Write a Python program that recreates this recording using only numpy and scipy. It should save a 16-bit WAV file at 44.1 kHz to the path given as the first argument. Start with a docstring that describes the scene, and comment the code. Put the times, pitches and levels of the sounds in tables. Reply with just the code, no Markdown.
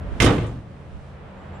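"""Far traffic, made of banded noise with engine drones, rumbles throughout; two noise puffs of air come first.
At 0.2 s a heavy steel car hood slams outdoors, an arm's length away and a little to the right: within 60 ms
the striker hits the latch, the latch snaps and catches, and the hood lands on its stops. Noise makes the sheet,
decaying sines the panel and latch. A noise zing, the after-ring of body and yard, a dull echo and a tick follow.
One more puff comes at about 0.97 s, and near the end a thin, far squeal from a wavering sine."""
import sys
import numpy as np
from scipy import signal
from scipy.fft import rfft, irfft
from scipy.io import wavfile

SR = 44100
rng = np.random.default_rng(int(sys.argv[2]) if len(sys.argv) > 2 else 0)


def generate_wav(signal):
    """Clip the signal to [-1, 1] and save it as 16-bit WAV at the path in sys.argv[1]."""
    frames = np.transpose(np.atleast_2d(signal))
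    scaled = np.clip(frames, -1, 1) * 32767
    pcm = np.round(scaled).astype(np.int16)
    wavfile.write(sys.argv[1], SR, pcm)


N = 70560
T = np.arange(N) / SR
FREQS = np.maximum(np.arange(N // 2 + 1) * SR / N, 1)


def undb(db):
    """Decibels to gain."""
    return 10 ** (np.asarray(db) / 20)


def unit(x):
    """Scale to rms 1."""
    return x / np.sqrt(np.mean(x ** 2))


def at(table, hz, axis=1):
    """Read a column of a table along log frequency."""
    table = np.array(table, float)
    return np.interp(np.log(hz), np.log(table[:, 0]), table[:, axis])


def pan(db):
    """Left and right gains for a left-minus-right level difference; their mean is 1."""
    ratio = undb(np.atleast_1d(db))
    return 2 * np.array([ratio, np.ones_like(ratio)]) / (1 + ratio)


def flat(count):
    """Even spectra with random phases."""
    return np.exp(2j * np.pi * rng.random((count, len(FREQS))))


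def stereo_noise(colour, image):
    """Spectrum of a coloured noise, partly shared between the ears."""
    likeness = np.clip(at(image, FREQS, axis=2), 0, 1)
    noise = flat(count=3)
    shared = np.sqrt(likeness) * noise[0]
    separate = np.sqrt(1 - likeness) * noise[1:]
    return (shared + separate) * pan(at(image, FREQS)) * undb(at(colour, FREQS))


def narrow_noise(hz, width_hz):
    """Noise of rms 1 in one steep resonance, as wide as given at half amplitude."""
    resonance = 1 / (1 + ((FREQS - hz) / width_hz * 2) ** 4)
    return unit(irfft(flat(count=1)[0] * resonance, N))


def three_ways(spectrum, low_hz, high_hz):
    """Split a stereo spectrum into bass, middle and treble, the mono sum of each at one level."""
    low, below = (1 / (1 + (FREQS / hz) ** 6) for hz in (low_hz, high_hz))
    bands = [spectrum * weight for weight in (low, below - low, 1 - below)]
    return [band / np.std(irfft(band, N).mean(axis=0)) for band in bands]


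def uneven(spacing_hz, spread_db):
    """Random peaks and dips along frequency."""
    grid = np.cumsum(rng.uniform(.5, 1.5, 2048)) * spacing_hz
    return undb(spread_db * np.interp(FREQS, grid, rng.standard_normal(len(grid))))


def strike(start, rise, t60):
    """Envelope: a straight rise, then an exponential fall."""
    age = np.maximum(T - start, 0)
    fall = np.exp(-np.log(1000) * np.maximum(age - rise, 0) / t60)
    return np.minimum(age / rise, 1) * fall


def ring_out(spectrum, start, rise, t60s):
    """Dense modes that start together and die at the pace of their band."""
    place = np.interp(np.log(FREQS), np.log([hz for hz, _ in t60s]), np.arange(len(t60s)))
    ring = 0
    for k, (_, t60) in enumerate(t60s):
        band = np.maximum(1 - abs(place - k), 0)  # neighbouring bands crossfade
        ring = ring + irfft(spectrum * band, N) * strike(start, rise, t60)
    return ring


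def modes(table, start, push):
    """Separate decaying sine modes set off by one push."""
    return sum(undb(db) * np.sin(2 * np.pi * hz * (T - start)) * strike(start, push, t60)
               for hz, db, t60 in table)


# contacts of the closing hood: t/s, rise t/s, then level/dB of thump, clang, treble, panel modes, latch ring
CONTACTS = [(0.2018, 0.00031, -18.5, -19, -26.5, -5.5, -2.5), (0.2191, .002, -17.5, -20, -25, -3, -11),
            (0.2430, 0.0027, -12, -27.5, -28.5, -1.5, -8.5), (0.2610, 0.0023, -14.5, -18, -36.5, -4.5, -31)]


def hood():
    """Each contact shakes the sheet steel, the panel modes and the latch."""
    slam, peaks = 0, sheet_peaks()
    for start, rise, thump_db, clang_db, treble_db, panel_db, latch_db in CONTACTS:
        slam = slam + sheet_steel(start, rise, (thump_db, clang_db, treble_db), peaks)
        slam = slam + panel(start, panel_db) + latch(start, latch_db)
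    return slam


def sheet_peaks():
    """The sheet's modes bunch into uneven peaks, growing to full height at the top panel mode."""
    peaks = uneven(spacing_hz=70.9, spread_db=2)
    return peaks ** np.minimum(FREQS / PANEL[-1][0], 1)


# colour of the struck sheet, before its bands are levelled: f/Hz, level/dB per Hz
STEEL = [(18, -38), (30, -11), (105, -1), (192, -7), (277, -7), (410, -15), (622, -12), (897, -21.5),
         (1050, -20.5), (2130, -20.5), (2360, -23.5), (3780, -23), (4090, -33), (7650, -41.5),
         (8950, -43.5), (15500, -65.5)]
# ring time of its dense modes: f/Hz, t60/s
STEEL_T60 = [(60, .14), (300, 0.27), (1000, 0.25), (2500, .18), (6000, .16), (13000, 0.11)]
# stereo place of sheet and panel: f/Hz, left-minus-right level/dB, likeness of the ears 0-1
STEEL_IMAGE = [(148, -0.5, 0.92), (390, -1, 0.97), (840, -12.5, 0.69), (2370, -3, 0.63), (4760, -4.5, 0),
               (6430, -11, 0.02), (8750, -16, 0.02), (15000, -28, 0.2)]
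THUMP_TOP_HZ, TREBLE_FROM_HZ = 555, 4320


def sheet_steel(start, rise, levels_db, peaks):
    """Struck sheet steel has modes too dense to tell apart: decaying noise in three bands."""
    bands = three_ways(peaks * stereo_noise(STEEL, STEEL_IMAGE), THUMP_TOP_HZ, TREBLE_FROM_HZ)
    sheet = sum(undb(db) * band for db, band in zip(levels_db, bands))
    return ring_out(sheet, start, rise, STEEL_T60)


# boom of the hood panel, mode by mode: f/Hz, relative level/dB, t60/s
PANEL = [(69, 3.5, 0.19), (83, -3.5, 0.17), (112.7, 1, 0.81), (138.2, 5, 0.4), (181.4, 0, 1),
         (256.3, -2.5, 0.54), (292, -5, 0.73), (361.5, -3.5, 0.65), (467.7, -9.5, 0.72),
         (510.5, -7.5, 0.42), (623, -16, 0.61), (670, -19, 0.18), (843, -20.5, 0.66), (1061, -15, 0.51),
         (1172, -21.5, 0.7), (1280, -26.5, 0.77)]
PANEL_DB, PANEL_PUSH_S = -18.5, 0.0041


def panel(start, level_db):
    """The big panel booms in separate sine modes, placed like the sheet."""
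    boom = rfft(modes(PANEL, start, PANEL_PUSH_S)) * pan(at(STEEL_IMAGE, FREQS))
    return undb(PANEL_DB + level_db) * irfft(boom, N)


# ring of the latch, mode by mode: f/Hz, relative level/dB, t60/s
LATCH = [(1910, -24, 0.13), (2092, -1.5, 0.087), (2280, 3, 0.023), (2430, -5.5, 0.031), (2653, -4, 0.051),
         (3003, -15, 0.32), (3800, -22, 0.25), (3778, -23, 0.17)]
LATCH_DB, LATCH_PAN_DB, LATCH_PUSH_S = -13.5, -12.5, 0.00037


def latch(start, level_db):
    """The small, stiff latch rings in higher sine modes after a quicker push."""
    return undb(LATCH_DB + level_db) * pan(LATCH_PAN_DB) * modes(LATCH, start, LATCH_PUSH_S)


ZING_S, ZING_HZ, ZING_WIDTH_HZ, ZING_T60_S, ZING_DB, ZING_PAN_DB = .2445, 8900, 600, 0.067, -31.5, -25


def catch_zing():
    """The catch zings as it springs home: a narrow band of decaying noise."""
    zing = narrow_noise(ZING_HZ, ZING_WIDTH_HZ) * strike(ZING_S, 0.001, ZING_T60_S)
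    return undb(ZING_DB) * pan(ZING_PAN_DB) * zing


TICK_S, TICK_HZ, TICK_WIDTH_HZ, TICK_T60_S, TICK_DB, TICK_PAN_DB = 0.465, 7570, 3500, 0.15, -56, -18


def echo_tick():
    """A faint high tick, perhaps the latch catch coming back off a wall: a band of decaying noise."""
    tick = narrow_noise(TICK_HZ, TICK_WIDTH_HZ) * strike(TICK_S, 0.0018, TICK_T60_S)
    return undb(TICK_DB) * pan(TICK_PAN_DB) * tick


# colour of the after-ring, before it is levelled: f/Hz, level/dB per Hz
TAIL = [(18, -38), (30, -9), (171, -3), (328, -8), (364, -8.5), (485, -9), (524, -15.5), (645, -14.5),
        (735, -18), (3320, -30), (4780, -42), (9390, -48.5), (15000, -73)]
# its ring time: f/Hz, t60/s
TAIL_T60 = [(60, 0.86), (200, 0.7), (500, 0.5), (1500, 0.44), (4000, 0.52), (10000, 0.5)]
# its stereo place: f/Hz, left-minus-right level/dB, likeness of the ears 0-1
TAIL_IMAGE = [(149, 0.5, 1), (387, -2.5, 0.92), (780, -3, 0.32), (2320, -6, 0.41), (4540, 0, 0.087),
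              (6500, -11, 0.038), (8550, -18, 0.046), (15100, -22, .05)]
TAIL_S, TAIL_RISE_S, TAIL_DB = 0.25, 0.062, -17
TAIL_FLUTTER_PER_S, TAIL_FLUTTER_DB = 50, 1


def after_ring():
    """Car body and yard reflections swell and die away, fluttering as reflections arrive in clumps."""
    spectrum = stereo_noise(TAIL, TAIL_IMAGE)
    spectrum = spectrum / np.std(irfft(spectrum, N))
    flutter_db = TAIL_FLUTTER_DB * narrow_noise(TAIL_FLUTTER_PER_S, TAIL_FLUTTER_PER_S)
    return undb(TAIL_DB + flutter_db) * ring_out(spectrum, TAIL_S, TAIL_RISE_S, TAIL_T60)


ECHO_S, ECHO_DB, ECHO_TOP_HZ = .18, -21, 3930


def echo(slam):
    """A building across the yard sends the slam back late, dull and faint, with the sides swapped."""
    delay = np.exp(-2j * np.pi * FREQS * ECHO_S)
    dulling = 1 / (1 + (FREQS / ECHO_TOP_HZ) ** 4)
    return undb(ECHO_DB) * irfft(rfft(slam[::-1]) * delay * dulling, N)


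# puffs of air on the microphone: centre t/s, spread t/s, level/dB, left-minus-right level/dB
PUFFS = [(0.046, 0.068, -33.5, -2), (0.148, 0.03, -32, -16), (0.969, 0.04, -37, -9)]
PUFF_HZ, PUFF_WIDTH_HZ = 60.3, 55


def puffs():
    """Moving air buffets each microphone port on its own: low noise in bell-shaped swells."""
    air = 0
    for centre, spread, db, side_db in PUFFS:
        swell = np.exp(-.5 * ((T - centre) / spread) ** 2)
        ports = np.array([narrow_noise(PUFF_HZ, PUFF_WIDTH_HZ) for _ in range(2)])
        air = air + undb(db) * pan(side_db) * swell * ports
    return air


# a thin far squeal, perhaps a brake: t/s, level/dB
SQUEAL_LEVEL = [(1.33, -100), (1.4, -76), (1.45, -85), (1.52, -87), (1.564, -66), (1.6, -88)]
SQUEAL_HZ, SQUEAL_WAVER_HZ, SQUEAL_WAVER_PER_S = 7480, 24, 25


def squeal():
    """A faint high sine far away whose pitch wavers at random."""
    waver = SQUEAL_WAVER_HZ * narrow_noise(SQUEAL_WAVER_PER_S, 2 * SQUEAL_WAVER_PER_S)
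    tone = np.sin(2 * np.pi * np.cumsum(SQUEAL_HZ + waver) / SR)
    times, level_db = np.array(SQUEAL_LEVEL).T
    return unit(tone) * undb(np.interp(T, times, level_db))


# colour of the traffic, before its bands are levelled: f/Hz, level/dB per Hz
TRAFFIC = [(15, -45), (30, -7.5), (50, -6), (85, -1.5), (110, -7), (170, -10), (250, -14.5), (350, -16.5),
           (550, -10.5), (800, -15.5), (1200, -18.5), (2000, -25), (3100, -32.5), (4700, -47),
           (7000, -55.5), (9300, -57.5), (10500, -66), (13000, -74), (15500, -89)]
# its stereo place: f/Hz, left-minus-right level/dB, likeness of the ears 0-1
TRAFFIC_IMAGE = [(35, 3, 1), (100, -1.5, 0.71), (312, -1, 1), (700, -1.5, 0.43), (2230, -1.5, 0.31),
                 (5300, -0.5, 0.21), (9200, -18.5, 0.026), (15000, -12, .05)]
# its level, louder around the slam, then lower, creeping back up: t/s, level/dB of rumble, road noise, hiss
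TRAFFIC_LEVEL = [(0, -33, -44.5, -72), (.19, -29.5, -43.5, -63), (.3, -27.5, -40, -56),
                 (.65, -40.5, -52.5, -72.5), (.78, -40.5, -51, -71.5), (1.102, -41.5, -50.5, -69),
                 (1.18, -40, -48.5, -74), (1.4, -41.5, -46.5, -72), (1.6, -36.5, -44.5, -72)]
# drone of far engines: f/Hz, width f/Hz, level/dB relative to the rumble
DRONE = [(87.2, 5, -5.5), (140, 7.1, -6.5), (191.1, 16, -9)]
RUMBLE_TOP_HZ, HISS_FROM_HZ = 372, 4340


def traffic():
    """Low rumble with droning engines, road noise and a thin hiss, each following its own level."""
    bands = three_ways(stereo_noise(TRAFFIC, TRAFFIC_IMAGE), RUMBLE_TOP_HZ, HISS_FROM_HZ)
    rumble, road, hiss = (irfft(band, N) for band in bands)
    drone = sum(undb(db) * narrow_noise(hz, width) for hz, width, db in DRONE)
    rumble = unit(rumble + drone)
    times, *levels = np.array(TRAFFIC_LEVEL).T
    return sum(layer * undb(np.interp(T, times, db)) for layer, db in zip((rumble, road, hiss), levels))


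def scene():
    """The slam, its ring and its echo over puffs, squeal and traffic."""
    slam = hood()
    details = catch_zing() + echo_tick()
    return slam + details + after_ring() + echo(slam) + puffs() + squeal() + traffic()


TOP_HZ = 15650


def record(dry):
    """The recorder rounds the highest peaks and cuts the top."""
    rounded = dry / (1 + dry ** 4) ** .25
    top_cut = signal.ellip(10, .2, 80, TOP_HZ, fs=SR, output="sos")
    return signal.sosfilt(top_cut, rounded)


dry = scene()
out = record(dry)
generate_wav(out)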